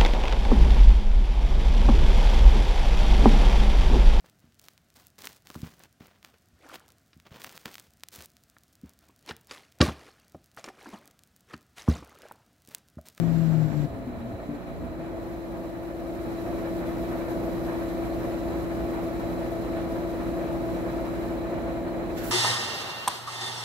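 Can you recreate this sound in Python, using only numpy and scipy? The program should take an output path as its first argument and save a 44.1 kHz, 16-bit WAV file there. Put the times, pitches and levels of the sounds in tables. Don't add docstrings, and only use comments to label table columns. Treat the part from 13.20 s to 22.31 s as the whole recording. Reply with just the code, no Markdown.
import sys
import numpy as np
from scipy import signal
from scipy.fft import rfft, irfft, next_fast_len
from scipy.io import wavfile
from scipy.ndimage import uniform_filter1d

SR = 44100
rng = np.random.default_rng(int(sys.argv[2]) if len(sys.argv) > 2 else 0)


def to_wav(sig):
    pcm = np.clip(np.atleast_2d(sig), -1, 1) * 32767
    pcm = np.round(pcm).astype(np.int16)
    wavfile.write(sys.argv[1], SR, pcm.T)


def voltage_ratio(level):
    return 10 ** (np.asarray(level, float) / 20)


N = 401751
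SECONDS = np.arange(N) / SR
SIZE = next_fast_len(N)
HZ = np.fft.rfftfreq(SIZE, 1 / SR) + 1e-3

# time [s], step rate [Hz], pressure on the casing [dB].
SLOWING = [
    (0, 166.5, -2),
    (.25, 162.5, 0),
    (.35, 159, 1),
    (.44, 155, 1),
    (.525, 151, -12),
    (.57, 149.5, -2),
    (.655, 147, -3),
    (.79, 130, 0),
    (1.12, 111, 0),
]
# centre [Hz], width [Hz], lift [dB].
GANTRY = [(299, 16, 6), (260, 7, 10), (249, 6, 15), (230, 5, 13)]
# multiple of the step rate, left [dB], right [dB], left lead [rad].
STEP_ORDERS = [(1, -46, -46, 2.3), (2, -31, -38, -.45), (3, -50, -53, .01), (4, -49, -50, .12),
               (5, -64, -64, -1.7), (7, -73, -64, -1.8), (8, -69, -70, .4), (13, -76, -76, -2.5)]
# centre [Hz], width [Hz], level [dB].
NOZZLE = [(10660, 60, -8), (11150, 50, -13), (11380, 60, -8), (11570, 70, -7), (11800, 110, -5.5),
          (12070, 70, -5), (12200, 120, -10), (12370, 90, -14), (12630, 60, -13), (13700, 60, -17),
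          (11970, 800, -10)]
# start [s], duration of the change [s].
STAGES = [
    (1.88, .16),
    (8.1, 0.27),
    (8.88, 0.12),
    (9.02, 0.022),
]
# idle, cutting, clear, flare and break-through levels [dB].
JET_DB = [
    (-71, -63.5, -81, -54, -58),
    (-77, -62.5, -76, -57, -42),
    (-76, -60, -71, -54, -58),
]
# frequency [Hz], level [dB].
RATTLE_COLOUR = [(700, -17), (1500, 1.5), (2500, -7), (4500, -13), (6000, -15), (6900, -16.5), (7350, -9.5),
                 (7800, -17.5), (10500, -38), (11500, -17.5), (13000, -16), (14000, -27), (16000, -30)]
# centre [Hz], width [Hz], level [dB].
FRAME = [(60, 30, -11), (116, 24, 2), (210, 26, -1.5), (247.6, 25, -3.5), (279.4, 4, -2), (335, 55, -6)]
# start [s], length [s], grip on the left side [dB], deep sway [dB].
HANDLING = [
    (-.1, .76, -28.5, -44),
    (.7, 0.41, -35.5, -44),
    (1.5, 0.19, -46, -35),
    (1.9, 0.29, -46, -44),
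]
# start [s], pitch [Hz], peak [dB], t60 [s], left-right [dB].
BUMPS = [(.7, 90, -26, .1, 8), (1.07, 255, -28, .2, 4), (1.11, 298, -26, .25, 2), (1.135, 95, -18, .1, 2),
         (1.28, 238, -22, .3, 1.5), (1.28, 150, -25, .2, 5), (1.47, 245, -29, .2, 3),
         (1.61, 240, -28, .35, -3), (1.785, 150, -22, .1, 6)]
# frequency [Hz], density [dB per Hz].
RUSH = [(13, -44), (22, -51), (53, -8.5), (139, -12.5), (278, -6), (337, -7), (408, -11), (670, -11.5),
        (748, -15.5), (1070, -19.5), (3140, -36), (4020, -41), (6780, -47.5), (11800, -46.5), (15900, -49)]
# centre [Hz], width [Hz], lift [dB].
CABINET = [(20, 18, 14), (55, 30, 0.5), (310, 95, -2), (404, 73, -3), (553, 108, 5.5), (662, 12.5, 5),
           (689, 26.4, 8), (838, 45, 5), (846, 19, -3.5), (980, 37, 3.5), (1526, 260, 3), (1592, 58, -6.5),
           (1815, 185, 5), (2383, 245, 5), (3150, 150, -1.5), (3760, 120, 4), (3950, 170, 8.5),
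           (4210, 190, 5.5), (6300, 90, 7), (7340, 250, 8.5)]
# frequency [Hz], correlation [-1 to 1].
LIKENESS = [(60, 0.91), (130, 0.37), (290, 0.54), (640, 1), (1410, 0.019), (3100, 0.29), (6820, 0.29),
            (15000, -0.38)]
# frequency [Hz], left-right [dB].
SIDEDNESS = [(60, -5), (110, -7), (200, -8), (380, 2.5), (700, 0), (1290, 0.5), (2380, -1.0), (4400, -3),
             (8120, -7), (15000, -8.5)]
# frequency [Hz], left [dB], right [dB], left lead [rad].
FAN_TONES = [(45.5, -50, -46, 0.1), (91.0, -59, -50, 0.3), (153.2, -56, -65, 1.1), (254.8, -50, -47, -0.6),
             (272.9, -50, -50, 0.7), (287.1, -54, -55, -0.3), (291.0, -55, -58, 0.1),
             (305.7, -45, -50, -0.2), (342.0, -49, -58, 0.1), (356.7, -47, -55, 0.6),
             (6394.6, -89, -83, -2.2), (15612.9, -90, -79, -0.6)]
# multiple of the stroke rate, left
# [dB], right [dB], left lead [rad].
PUMP = [(1, -50, -44, 0.0), (2, -55, -43, 0.4), (3, -54, -41, 0.3), (4, -54, -44, 0.1), (5, -61, -54, 0.5),
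        (6, -47, -42, -0.8), (7, -52, -49, -0.3), (9, -53, -51, -0.3), (11, -45, -46, 0.0),
        (12, -58, -59, -0.3), (13, -63, -62, 0.9), (18, -57, -64, -2.8), (19, -72, -59, -0.7),
        (20, -63, -75, -0.4), (21, -65, -73, -1.0), (25, -71, -63, -2.7), (29, -74, -69, -0.9),
        (30, -71, -67, 3.0), (32, -69, -67, -1.3), (33, -70, -70, -0.9), (34, -65, -84, 1.2),
        (35, -69, -65, -0.7), (37, -74, -70, -1.9), (39, -74, -74, 0.1), (66, -78, -71, -0.4),
        (67, -78, -70, -0.2), (68, -83, -82, 0.6)]
# frequency [Hz], level [dB].
WHINES = [(3095, -79), (5012, -83), (6395, -82), (7440, -85), (7617, -85)]
# centre [Hz], width [Hz], lift [dB].
PORTS = [(6630, 230, -2.5), (8230, 430, -4.5), (15550, 300, 3)]

LIFT_S, LIFT_TAKES_S = .655, .02
TOUCHING_DB, FREE_DB = (-19, -35, 22), (-45, -44, 2.5)
STOP_S = 1.1
START_S, START_HZ, FEED_HZ, SPEED_UP_S, SPEED_UP_TAKES_S = 1.26, 145, 166.6, 1.22, .8
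KICK_DB, KICK_S, OFF_TUNE_DB, TUNE_WIDTH_HZ, TIRE_S, TIRE_DB = 14, 0.079, -11, 15, 7.8, -1.8
FIRST_EARLY_DB, FIRST_FULL_S = -8, 1.38
BED_HZ, BED_WIDTH_HZ, BED_DB = 154, 12, 10
JET_SWELL_DB, SWELL_S, SWELL_TAKES_S = (1.5, 0, .5), 2.1, 2.2
JET_SAG_DB_PER_S = (-.9, -1, -0.17)
RATTLE_DB, RATTLE_FREE_DB, JOLT_S, JOLT_DB, JOLT_KICK_DB, JOLT_TAU_S = -47.5, -69, 8.95, -44.5, 4.5, .02
STILL_GRIP_DB, STILL_SWAY_DB, HAND_ATTACK_S, HAND_RELEASE_S = -57, -59.5, 0.039, .06
RUSH_DB = -34
MAINS_HZ, SLIPPING_HZ = 60.01, 59.972
ECHO_SHARE, LEFT_LAG_S = .6, 7e-5
HELD_DB, FIRST_SLACK_DB, RECOVER_S, RECOVER_TAU_S, EASE_S, EASE_DB_PER_S = -5.5, 1.5, 2.75, 0.36, 7.36, -0.4
CUTOFF_HZ = 15740


def steppers():
    return slowing_motor() + feed_motor()


def slowing_motor():
    hz, pressure_db = in_time(SLOWING)
    free = ramp(LIFT_S, LIFT_TAKES_S)
    first_db, second_db, left_db = (near + (far - near) * free for near, far in zip(TOUCHING_DB, FREE_DB))
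    lift_db = sum(db * hump(centre, width, 2 * hz) for centre, width, db in GANTRY)
    first_db = first_db + pressure_db + .25 * free * lift_db
    second_db = second_db + lift_db
    turns = np.cumsum(hz) / SR
    left_share = 1 / (1 + voltage_ratio(-left_db))
    shares = 2 * np.array([left_share, 1 - left_share])
    first = voltage_ratio(first_db) * shares * tone(turns, 0, 0, 0, wobble_db=0.2)
    right_loss_db = left_db * np.array([[0], [.45]])
    second = voltage_ratio(second_db - right_loss_db) * tone(2 * turns, 2, 0, 0, wobble_db=.8)
    return (first + second) * (1 - ramp(STOP_S, 0.024))


def feed_motor():
    hz = feed_hz()
    turns = np.cumsum(hz) / SR
    off_tune = 1 - 1 / (1 + (2 * (hz - FEED_HZ) / TUNE_WIDTH_HZ) ** 4)
    effort_db = OFF_TUNE_DB * off_tune + KICK_DB * (1 - ramp(START_S + KICK_S, .05))
    first, *higher = [tone(k * turns, *side, wobble_db=.4) for k, *side in STEP_ORDERS]
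    bed_db = BED_DB * hump(BED_HZ, BED_WIDTH_HZ, hz)
    early_db = FIRST_EARLY_DB * (1 - ramp(FIRST_FULL_S, .12))
    song = voltage_ratio(bed_db + early_db) * first + voltage_ratio(effort_db) * sum(higher)
    return ramp(START_S, 0.037) * voltage_ratio(TIRE_DB * ramp(TIRE_S, .7)) * song


def feed_hz():
    return START_HZ + (FEED_HZ - START_HZ) * ramp(SPEED_UP_S, SPEED_UP_TAKES_S)


def jet():
    whistle_db, hiss_db, sizzle_db = map(through_cut, JET_DB, JET_SWELL_DB, JET_SAG_DB_PER_S)
    nozzle_power = sum(voltage_ratio(2 * db) * hump(hz, width) ** 2 for hz, width, db in NOZZLE)
    whistle = noise(np.sqrt(nozzle_power), 0, -2.0)
    hiss = noise(np.sqrt(hump(15500, 14000) * (1 - hump(0, 9000))), 0, -2.5)
    sizzle = noise(np.sqrt(hump(3100, 4600)) * (1 - hump(0, 5000)), 0, -2.2)
    strokes = .08 * np.sin(2 * np.pi * MAINS_HZ * SECONDS)
    steps = .07 * np.sin(4 * np.pi * np.cumsum(feed_hz()) / SR)
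    sputter = voltage_ratio(.7 * drift(6.9) + 1.3 * drift(21)) * (1 + strokes + steps)
    return sputter * (voltage_ratio(whistle_db) * whistle + voltage_ratio(hiss_db) * hiss + voltage_ratio(sizzle_db) * sizzle)


def through_cut(levels_db, swell_db, sag_db_per_s):
    level_db, cutting_db, *later_db = levels_db
    sag_db = sag_db_per_s * since(SWELL_S + SWELL_TAKES_S)
    cutting_db = cutting_db + swell_db * ramp(SWELL_S, SWELL_TAKES_S) + sag_db
    for db, stage in zip([cutting_db, *later_db], STAGES):
        level_db = level_db + (db - level_db) * ramp(*stage)
    return level_db


def casing():
    steps = 1 + 0.11 * np.sin(2 * np.pi * np.cumsum(in_time(SLOWING)[0]) / SR)
    colour = voltage_ratio(at_hz(RATTLE_COLOUR, HZ)) * (HZ > 600)
    buzz = noise(colour, 0.11, np.interp(HZ, [1500, 4500], [-1.5, -10]))
    grip, swing = handling()
    rumble = grip * noise(sum(voltage_ratio(db) * hump(hz, width) for hz, width, db in FRAME), 0.65, 11.0)
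    sway = swing * noise(hump(70, 45), 0.88, -7.0)
    return voltage_ratio(rattle_db() + 0.73 * drift(9.2)) * steps * buzz + rumble + sway


def rattle_db():
    level_db = RATTLE_DB + (RATTLE_FREE_DB - RATTLE_DB) * ramp(LIFT_S, LIFT_TAKES_S)
    jolt_db = JOLT_DB + JOLT_KICK_DB * np.exp(-since(JOLT_S + .025) / JOLT_TAU_S)
    return level_db + (jolt_db - level_db) * ramp(JOLT_S, 0.03)


def handling():
    grip, sway = voltage_ratio(STILL_GRIP_DB), voltage_ratio(STILL_SWAY_DB)
    for s, length, grip_db, sway_db in HANDLING:
        busy = ramp(s, HAND_ATTACK_S) * (1 - ramp(s + length, HAND_RELEASE_S))
        grip = grip + voltage_ratio(grip_db) * busy
        sway = sway + voltage_ratio(sway_db) * busy
    return grip, sway


def bumps():
    out = np.zeros((2, N))
    for s, hz, db, t60, left_db in BUMPS:
        age = since(s)
        envelope = voltage_ratio(db - 60 * age / t60) * (1 - np.exp(-age / 0.0071))
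        ring = envelope * np.sin(2 * np.pi * hz * age)
        out += ring * voltage_ratio(np.array([[left_db / 2], [-left_db / 2]]))
    return out


def fans():
    colour = voltage_ratio(at_hz(RUSH, HZ) + sum(db * hump(hz, width) for hz, width, db in CABINET))
    rush = noise(colour, at_hz(LIKENESS, HZ), at_hz(SIDEDNESS, HZ))
    lows, under_highs = (signal.sosfiltfilt(signal.butter(2, hz, fs=SR, output="sos"), rush)
                         for hz in (850, 2700))
    middles, highs = under_highs - lows, rush - under_highs
    gusts = lows * voltage_ratio(1.1 * drift(3.8)) + middles * voltage_ratio(1.9 * drift(16)) + highs * voltage_ratio(0.75 * drift(12))
    blades = sum(tone(hz * SECONDS, *side, wobble_db=0.0) for hz, *side in FAN_TONES)
    return voltage_ratio(RUSH_DB) * gusts + blades


def pump():
    buzz = np.zeros((2, N))
    for k, *side in PUMP:
        stroke_hz = MAINS_HZ if k < 30 else SLIPPING_HZ
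        buzz += tone(k * stroke_hz * SECONDS, *side, wobble_db=1.2)
    return buzz


def whines():
    return sum(tone(hz * SECONDS, db - 4, db + .5, rng.uniform(-1, 1), wobble_db=2.5) for hz, db in WHINES)


def tone(turns, left_db, right_db, lead, wobble_db):
    phase = 2 * np.pi * (turns + rng.random()) + np.array([[lead / 2], [-lead / 2]])
    level_db = np.array([[left_db], [right_db]]) + wobble_db * drift(5.4)
    return np.sqrt(2) * voltage_ratio(level_db) * np.sin(phase)


def noise(gain, alike, left_db):
    mid, side, shared = rfft(rng.standard_normal((3, SIZE)))
    alike = np.clip(alike, -1, 1)
    pair = np.sqrt(1 + alike) * mid + np.sqrt(1 - alike) * side * [[1], [-1]]
    share = ECHO_SHARE * (1 - hump(0, 1170)) ** 4
    pair = np.sqrt(1 - share) * pair + np.sqrt(2 * share) * shared * np.array([echoes(), echoes()])
    left = voltage_ratio(left_db / 2) * np.exp(-2j * np.pi * HZ * LEFT_LAG_S)
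    right = voltage_ratio(-left_db / 2) + 0 * HZ
    return rms_one(irfft(gain * pair * [left, right], SIZE)[:, :N])


def echoes():
    lags, walls = rng.uniform(0, .014, 30), np.zeros(SIZE)
    walls[(lags * SR).astype(int)] = rng.normal(0, 1, 30) * voltage_ratio(-500 * lags)
    response = rfft(walls)
    return response / np.sqrt(uniform_filter1d(np.abs(response) ** 2, size=2500))


def hump(centre_hz, width_hz, hz=HZ):
    return 1 / (1 + (2 * (hz - centre_hz) / width_hz) ** 2)


def drift(rate):
    r = np.exp(-80 * np.pi * rate / SR)
    slow = signal.lfilter([1], [1, -2 * r, r * r], rng.standard_normal(N // 40 + 2002))[2000:]
    return np.interp(np.arange(N) / 40, np.arange(len(slow)), rms_one(slow))


def rms_one(x):
    return x / np.sqrt(np.mean(x ** 2) + 1e-20)


def in_time(rows):
    s, *columns = np.transpose(rows)
    return [np.interp(SECONDS, s, c) for c in columns]


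def at_hz(points, hz):
    point_hz, values = np.transpose(points)
    return np.interp(np.log(hz), np.log(point_hz), values)


def ramp(start_s, takes_s):
    return .5 - .5 * np.cos(np.pi * np.clip((SECONDS - start_s) / takes_s, 0, 1))


def since(start_s):
    return np.maximum(SECONDS - start_s, 0)


def scene():
    return steppers() + jet() + casing() + bumps() + fans() + pump() + whines()


def gain_db():
    slack_db = FIRST_SLACK_DB * (1 - ramp(0, LIFT_S))
    return HELD_DB * np.exp(-since(RECOVER_S) / RECOVER_TAU_S) + slack_db + EASE_DB_PER_S * since(EASE_S)


def band_limit(x):
    return signal.sosfilt(signal.butter(12, 16080, fs=SR, output="sos"), x)


def record(dry):
    colour = voltage_ratio(sum(db * hump(hz, width) for hz, width, db in PORTS))
    colour = colour * np.where(HZ < CUTOFF_HZ, 1, .007)
    mix = irfft(rfft(dry * voltage_ratio(gain_db()), SIZE) * colour, SIZE)[:, :N]
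    return band_limit(mix)


dry = scene()
out = record(dry)
to_wav(out)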